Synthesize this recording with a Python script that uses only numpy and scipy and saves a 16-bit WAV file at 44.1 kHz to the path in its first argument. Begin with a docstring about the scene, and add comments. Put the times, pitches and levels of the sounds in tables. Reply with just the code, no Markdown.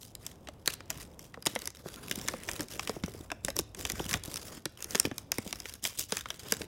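"""A low room hum and a soft rumble come first, with a faint paper rustle; then fingers fold a paper figure.
Hum, rumble and grip are coloured noise; the grip adds small ringing knocks.
Rustle is patchy hiss plus fibre clicks, shaped by a list of finger strokes.
Creases snap as short noise bursts in four bands; panels flap as short ringing tones that sag in pitch.
A faint room reply follows the paper, and the microphone trims both ends of the spectrum."""
import sys
import numpy as np
from scipy import signal
from scipy.fft import rfft, irfft, next_fast_len
from scipy.io import wavfile
from scipy.ndimage import uniform_filter1d, map_coordinates

SR = 44100
rng = np.random.default_rng(int(sys.argv[2]) if len(sys.argv) > 2 else 0)


def int16_out(signal):
    """Quantize to a 16-bit WAV file."""
    q = np.round(np.clip(np.atleast_2d(signal).T, -1, 1) * 32767)
    wavfile.write(sys.argv[1], SR, q.astype(np.int16))


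N = 294134

# Spectral shape of the room hum: (frequency [Hz], relative level [dB])
HUM_SPECTRUM = [(59, -2.5), (100, -0.5), (547, -13), (1060, -22), (1760, -34), (10700, -44)]
# How the hands move, before stroke activity and wobble: (time [s], grip level [dB], rumble level [dB])
HAND_LEVELS = [(0, -72.5, -56.5), (1.4, -56, -59.5), (2.9, -54, -57), (3.4, -53.5, -51.5),
               (4.1, -56.5, -47.5), (4.6, -58.5, -63), (6.2, -67, -55), (6.67, -51, -68)]
# Spectral shape of the grip's flexing and bumping: (frequency [Hz], relative level [dB])
GRIP_SPECTRUM = [(60, 0), (150, -2), (500, -6), (2500, -32.5)]
# Spectral shape of the low rumble: (frequency [Hz], relative level [dB])
RUMBLE_SPECTRUM = [(22, -42), (50, 3), (110, -0.5), (200, -71)]
# Fingers sliding along paper: (time of full level [s], length [s], rustle level [dB])
STROKES = [(.01, 0.045, -54.5), (0.202, 0.12, -54.5), (0.661, 0.087, -45), (0.901, 0.13, -49.5),
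           (1.198, 0.056, -56.5), (1.465, 0.071, -52.5), (1.542, 0.14, -55), (1.745, 0.2, -58),
           (1.852, 0.66, -51), (2.093, 0.23, -49), (2.485, 0.15, -46.5), (2.706, 0.28, -48.5),
           (3.038, 0.22, -54.5), (3.44, 0.068, -52), (3.559, 0.039, -45), (3.772, 0.13, -48.5),
           (3.91, 0.15, -46.5), (4.087, 0.077, -39), (4.249, 0.15, -47), (4.421, 0.15, -46.5),
           (4.776, 0.29, -51.5), (4.907, 0.15, -45), (5.123, .09, -56.5), (5.34, 0.21, -52),
           (5.453, 0.044, -43), (5.49, 0.27, -50.5), (5.834, 0.04, -43), (5.88, 0.15, -51.5),
           (5.982, 0.031, -36.5), (6.098, 0.11, -44), (6.267, 0.084, -50.5), (6.392, 0.15, -47.5),
           (6.507, 0.13, -51.5)]
# Spectral shape of skin on paper: (frequency [Hz], relative level [dB])
RUSTLE_SPECTRUM = [(500, -51), (1000, 1), (2500, -4), (5200, -3), (7000, -5), (9000, -6.5), (16000, -12)]
# Creases buckling: (time [s], level before band weighting [dB], brightest frequency [Hz])
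CREASES = [(0.1515, -37.5, 6770), (0.2648, -32.5, 7700), (0.472, -41, 1950), (0.486, -40, 2830),
           (0.6758, -17.5, 4300), (0.8047, -38.5, 1350), (0.9025, -26, 5230), (1.1925, -42.5, 5570),
           (1.341, -36, 1190), (1.4238, -41.5, 5000), (1.4546, -33.5, 5000), (1.4616, -24.5, 4500),
           (1.4683, -19.5, 4400), (1.5521, -33, 5800), (1.56, -28.5, 1950), (1.5898, -39, 5840),
           (1.6184, -36, 4400), (1.6558, -35, 6930), (1.6738, -28, 5100), (1.703, -43.5, 5100),
           (2.1118, -24.5, 3370), (2.1568, -32.5, 7500), (2.284, -22.5, 3630), (2.3365, -40, 1770),
           (2.4877, -26.5, 1900), (2.5137, -34, 6700.0), (2.5331, -38, 5960), (2.594, -34, 3000),
           (2.606, -29, 4300), (2.6312, -44, 6400), (2.684, -44, 5370), (2.7941, -27, 2620),
           (2.8737, -30, 3120), (2.894, -30, 3320), (3.0362, -30.5, 1370), (3.302, -36.5, 1580),
           (3.3165, -30, 2700), (3.448, -26.0, 6940), (3.4827, -30, 2670), (3.502, -33.5, 3980),
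           (3.565, -27, 5730), (3.5893, -22.5, 7000), (3.5956, -30, 6400), (3.747, -39, 4010),
           (3.8513, -26, 3030), (3.899, -26, 4370), (3.9187, -31, 6700), (3.9948, -33.5, 1630),
           (4.1108, -28, 4160), (4.1296, -27.5, 4300), (4.1391, -21.5, 2820), (4.236, -35.5, 6650),
           (4.257, -37.5, 7600), (4.341, -33.5, 6600), (4.358, -31.5, 5900), (4.655, -27.5, 3870),
           (4.824, -33.5, 6840), (4.843, -32, 6200), (4.948, -26.5, 3100), (4.9533, -21, 4000),
           (4.9984, -14.5, 7350), (5.037, -55.5, 2700), (5.052, -25.5, 2800), (5.1128, -37, 1700.0),
           (5.181, -31, 6200), (5.318, -21, 5040), (5.3831, -28, 3800), (5.527, -27.5, 4050),
           (5.6014, -35.5, 5300), (5.655, -34.5, 1490), (5.6942, -39.5, 5070), (5.738, -38.5, 7100),
           (5.84, -30, 7200), (5.851, -24, 3300), (5.9934, -28, 8140), (6.1216, -23.5, 3630),
           (6.169, -26.5, 4460), (6.2568, -32, 1300), (6.303, -28.5, 2550), (6.5216, -18, 5300),
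           (6.616, -32, 2670)]
# Body, panel, crack and edge of a snap: (centre [Hz], width of one filter pass [Hz], decay by 60 dB [s])
SNAP_BANDS = [(644, 3830, 0.033), (2044, 3780, 0.0087), (5430, 5330, 0.0068), (10350, 7300, 0.0027)]
# Panels flipping over: (time [s], level before the 5 dB lift [dB], pitch before drop and sag [Hz])
PANEL_FLIPS = [(0.486, -40.5, 610), (0.905, -41, 664), (1.374, -42, 482), (1.466, -28.5, 328),
               (1.56, -30, 522), (1.859, -34.5, 370), (2.177, -33.5, 184), (2.338, -32.5, 520),
               (2.597, -33, 307), (2.895, -28.5, 444), (2.965, -36, 343), (3.038, -25, 168),
               (3.08, -38.5, 405), (3.316, -34, 670), (3.449, -35.5, 150), (3.483, -32, 578),
               (3.567, -39, 330), (3.592, -28.5, 345), (4.001, -29.5, 358), (4.143, -33.5, 137),
               (4.658, -34, 330), (4.95, -29.5, 420), (5.051, -24.5, 273), (5.071, -31, 227.7),
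               (5.115, -32.5, 255), (5.385, -28, 242), (5.464, -38, 196), (6.123, -30, 448),
               (6.523, -29.5, 459), (6.615, -37.5, 198)]
# How fast the room dies away: (frequency [Hz], decay by 60 dB [s])
ROOM_DECAY = [(200, 0.16), (3000, 0.52), (14000, 0.0083)]

# A stroke catches quickly and stops short
ATTACK_S, RELEASE_DB_PER_S = 0.012, 724.5
# The paper then settles, weaker and slower, to a resting whisper
SETTLE_DB, SETTLE_DB_PER_S, REST_DB = -18, 98, -70.5
# Strokes shorter than FLICK_S are nail flicks on an edge: the briefer, the less body below FULL_BELOW_HZ
FLICK_S, FLICK_THIN_DB, FULL_BELOW_HZ = 0.081, 25, 2700
CRACKLE_PER_FULL = 0.31  # extra crackle per dB of body lost [dB]
ACCENT_DB, ACCENT_OCTAVES = 6, 0.089  # each crease rings out around its brightest pitch
# A flap starts sharper by DROP times its pitch, as fast bending waves come first, and sinks over DROP_S
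DROP, DROP_S = 1.2, 0.0013
TOP_HZ = 16500  # the microphone passes nothing above


def amp(db):
    """Decibels to a linear factor."""
    return 10 ** (np.asarray(db) / 20)


def unit(x):
    """x scaled to rms 1."""
    return x / np.sqrt(np.mean(x ** 2) + 1e-20)


def along(points, hz):
    """Read (Hz, value) points on a log frequency axis."""
    f, v = np.transpose(points)
    return np.interp(np.log(hz + 1), np.log(f + 1), v)


def curves(rows):
    """One value per sample for each column after the time."""
    s, *cols = np.transpose(rows)
    return [np.interp(np.arange(N) / SR, s, c) for c in cols]


def wobble(rate):
    """A smooth random curve, rate knots a second."""
    knots = rng.standard_normal(int(N * rate / SR) + 4)
    return map_coordinates(knots, [np.arange(N) * rate / SR])


def filtered(x, response):
    """x times a complex response of frequency."""
    m = next_fast_len(N + SR // 2)
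    hz = np.fft.rfftfreq(m, 1 / SR)
    return irfft(rfft(x, m) * response(hz), m)[..., :N]


def coloured(x, spectrum):
    """x given a spectrum, at rms 1."""
    return unit(filtered(x, lambda hz: amp(along(spectrum, hz))))


def resonance(centre_hz, width_hz):
    """A steep causal band: one resonance passed three times."""
    return lambda f: (1j * f * width_hz / (centre_hz ** 2 - f * f + 1j * f * width_hz)) ** 3


def placed(times, rows):
    """Short sounds, one per row, summed at their times."""
    first = np.round(np.asarray(times) * SR).astype(int)[:, None]
    at = first + np.arange(rows.shape[1])
    return np.bincount(at.ravel(), rows.ravel(), N + SR)[:N]


def grains(count, low_hz, high_hz, turns, spread_db, clump):
    """Clumped tiny knocks of scattered level, each ringing down 60 dB in a set number of turns."""
    place, rank, tone = rng.random((count, 3)).T[:, :, None]
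    odds = np.cumsum(amp(clump * wobble(18)))  # grains gather where the wobble is high
    when = np.searchsorted(odds, place[:, 0] * odds[-1]) / SR
    hz = low_hz * (high_hz / low_hz) ** tone
    t = np.arange(int(8 * SR / low_hz)) / SR
    noise = rng.standard_normal((count, len(t)))
    ring = np.sin(2 * np.pi * hz * t) + 1.45 * noise
    decay = amp(-60 * hz * t / turns)
    rows = ring * decay * np.sqrt(hz)
    level_db = -spread_db * np.log(rank + 0.04)  # a few loud, many small; the offset caps the loudest
    return placed(when, amp(level_db) * rows)


def hum():
    """The faint air of the room: coloured noise whose level drifts slowly."""
    level_db = -56.0 + 2.8 * wobble(2.84)
    return amp(level_db) * coloured(rng.standard_normal(N), HUM_SPECTRUM)


def grip(slide_db):
    """The grip flexes and bumps the figure dully, more while fingers slide; moving hands stir a low rumble."""
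    grip_db, rumble_db = curves(HAND_LEVELS)
    knocks = grains(count=220, low_hz=168.2, high_hz=815, turns=7.2, spread_db=6.0, clump=4)
    bumps = coloured(knocks, GRIP_SPECTRUM)
    flex = coloured(rng.standard_normal(N) * amp(3 * wobble(35)), GRIP_SPECTRUM)
    busy_db = 0.9 * (slide_db - slide_db.mean())
    lumps_db = 2.2 * wobble(12)
    rumble = coloured(rng.standard_normal(N), RUMBLE_SPECTRUM)
    return amp(grip_db + busy_db) * (flex + 0.8 * bumps) + amp(rumble_db + lumps_db) * rumble


def sliding():
    """Level and fullness of the rustle in dB: each stroke rises, holds, stops and settles; their powers add."""
    start, length, db = np.transpose(STROKES)[:, :, None]
    full_db = -FLICK_THIN_DB * np.clip(1 - length / FLICK_S, 0, 1)
    t = np.arange(0, N / SR + 0.002, 0.001)
    rise = np.clip((t - start) / ATTACK_S + 1, 0, 1) ** 2  # begins ATTACK_S ahead of start
    after = np.clip(t - start - length, 0, None)
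    stop = amp(-RELEASE_DB_PER_S * after)
    settle = amp(SETTLE_DB - SETTLE_DB_PER_S * after)
    powers = (amp(db) * rise * (stop + settle)) ** 2
    power = powers.sum(axis=0) + amp(REST_DB) ** 2
    mean_full_db = (powers * full_db).sum(axis=0) / power  # the louder stroke decides
    return curves(np.transpose([t, 10 * np.log10(power), mean_full_db]))


def crackle():
    """Fibres and paper edges tick, mostly in the treble."""
    ticks = grains(count=1500, low_hz=2453, high_hz=14800, turns=86, spread_db=6.0, clump=6.0)
    return unit(filtered(ticks, lambda hz: 1j * hz / (2000 + 1j * hz)))


def smooth_field(shape, bins, frames):
    """A random time-frequency pattern, blurred over bins and frames, at rms 1."""
    across = uniform_filter1d(rng.standard_normal(shape), size=bins, axis=0)
    return unit(uniform_filter1d(across, size=frames, axis=1))


def rustle(slide_db, full_db):
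    """Skin slides on paper: patchy, stuttering hiss holds narrow colours for a while, with fibre clicks on it."""
    stutter_db = 2.6 * wobble(45) + 3.2 * wobble(140)
    z = signal.stft(rng.standard_normal(N), nperseg=256)[2]
    patches = smooth_field(z.shape, bins=9, frames=16)
    colours = smooth_field(z.shape, bins=3, frames=70)
    hiss = signal.istft(z * amp(2.5 * patches + 3.2 * colours), nperseg=256)[1][:N]
    crackle_db = 4.0 - CRACKLE_PER_FULL * full_db
    grain = unit(hiss * amp(stutter_db)) + amp(crackle_db) * crackle()
    rub = coloured(grain, RUSTLE_SPECTRUM)
    body = filtered(rub, lambda hz: 1 / (1 + (hz / FULL_BELOW_HZ) ** 4))
    return amp(slide_db) * (rub - body + amp(full_db) * body)


def snaps():
    """A crease lets go: a burst of bending waves whose treble dies first."""
    s, level_db, bright_hz = np.transpose(CREASES)
    t = np.arange(1024) / SR
    # small creases excite the high bands, large ones the low: each falls off with octaves from the brightest
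    band_db = [level_db - 4 * np.log2(hz / bright_hz) ** 2 for hz, _, _ in SNAP_BANDS[1:]]
    body_db = band_db[0] - 3  # the whole figure knocks along with the panel
    f = np.fft.rfftfreq(len(t), 1 / SR)
    octaves = np.log2((f + 1) / bright_hz[:, None])
    accent_db = ACCENT_DB * np.exp(-(octaves / ACCENT_OCTAVES) ** 2)
    attack = (1 - np.exp(-t / 0.001)) ** 2
    out = 0
    for (hz, width, t60), db in zip(SNAP_BANDS, [body_db, *band_db]):
        # each crease has its own uneven colour
        scatter = rng.standard_normal((len(s), len(t) // 2 + 1))
        uneven_db = 14 * uniform_filter1d(scatter, size=14, axis=1)
        noise = rng.standard_normal((len(s), len(t)))
        burst = irfft(rfft(noise) * amp(uneven_db + accent_db))
        burst *= attack * amp(-60 * t / t60)
        burst = irfft(rfft(burst) * resonance(hz, width)(f))
        # equal energy: as much as rms 1 held for 2 ms
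        burst *= np.sqrt(0.002 * SR) / np.linalg.norm(burst, axis=1, keepdims=True)
        out = out + placed(s, burst * amp(db)[:, None])
    return out


def flaps():
    """A whole panel flips over and the hollow figure rings for a few cycles, sagging in pitch."""
    s, db, hz = np.transpose(PANEL_FLIPS)[:, :, None]
    t = np.arange(SR // 12) / SR
    sag = t * (1 - 2.2 * t)
    early_drop = DROP * DROP_S * (1 - np.exp(-t / DROP_S))
    cycles = hz * (sag + early_drop)
    fundamental = np.sin(2 * np.pi * cycles)
    overtone = 0.82 * np.sin(2 * np.pi * (1.78 * cycles + rng.random(s.shape))) * amp(-60 * t / 0.024)
    push = 0.58 * np.sin(2 * np.pi * 0.45 * cycles)  # the air shoved aside
    swing = (1 - np.exp(-t / 0.00055)) * amp(-60 * t / 0.049)
    return placed(s[:, 0], amp(db + 5) * swing * (fundamental + overtone + push))


def room(x):
    """Each frequency of the room's answer dies at its own speed; eight noise tails take turns."""
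    hz, t, z = signal.stft(rng.standard_normal((8, SR // 4)), SR, nperseg=256)
    decay = amp(-60 * t / along(ROOM_DECAY, hz)[:, None])
    tails = signal.istft(z * decay, SR, nperseg=256)[1]
    # every 2048 samples the sound feeds the next tail
    turn = np.arange(N) // 2048 % len(tails) == np.arange(len(tails))[:, None]
    wet = signal.fftconvolve(x * turn, tails / np.linalg.norm(tails[0]), axes=1).sum(axis=0)
    return np.pad(wet, (130, 0))[:N]  # the answer arrives about 3 ms late


def scene():
    """Paper and its faint room answer, over the grip and the hum."""
    slide_db, full_db = sliding()
    paper = snaps() + flaps() + rustle(slide_db, full_db)
    return (paper + amp(-22) * room(paper) + grip(slide_db) + hum())[None]


def record(dry):
    """The microphone drops the deepest bass, dips around 4300 Hz and fades out up to its band limit."""
    bass = lambda hz: (1j * hz / (38 + 1j * hz)) ** 2
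    dip = lambda hz: 1 - 0.5 * np.exp(-((hz - 4300) / 350) ** 2)
    limit = lambda hz: np.clip((TOP_HZ - hz) / 700, 0, 1) ** 2
    return filtered(dry, lambda hz: bass(hz) * dip(hz) * limit(hz))


dry = scene()
out = record(dry)
int16_out(out)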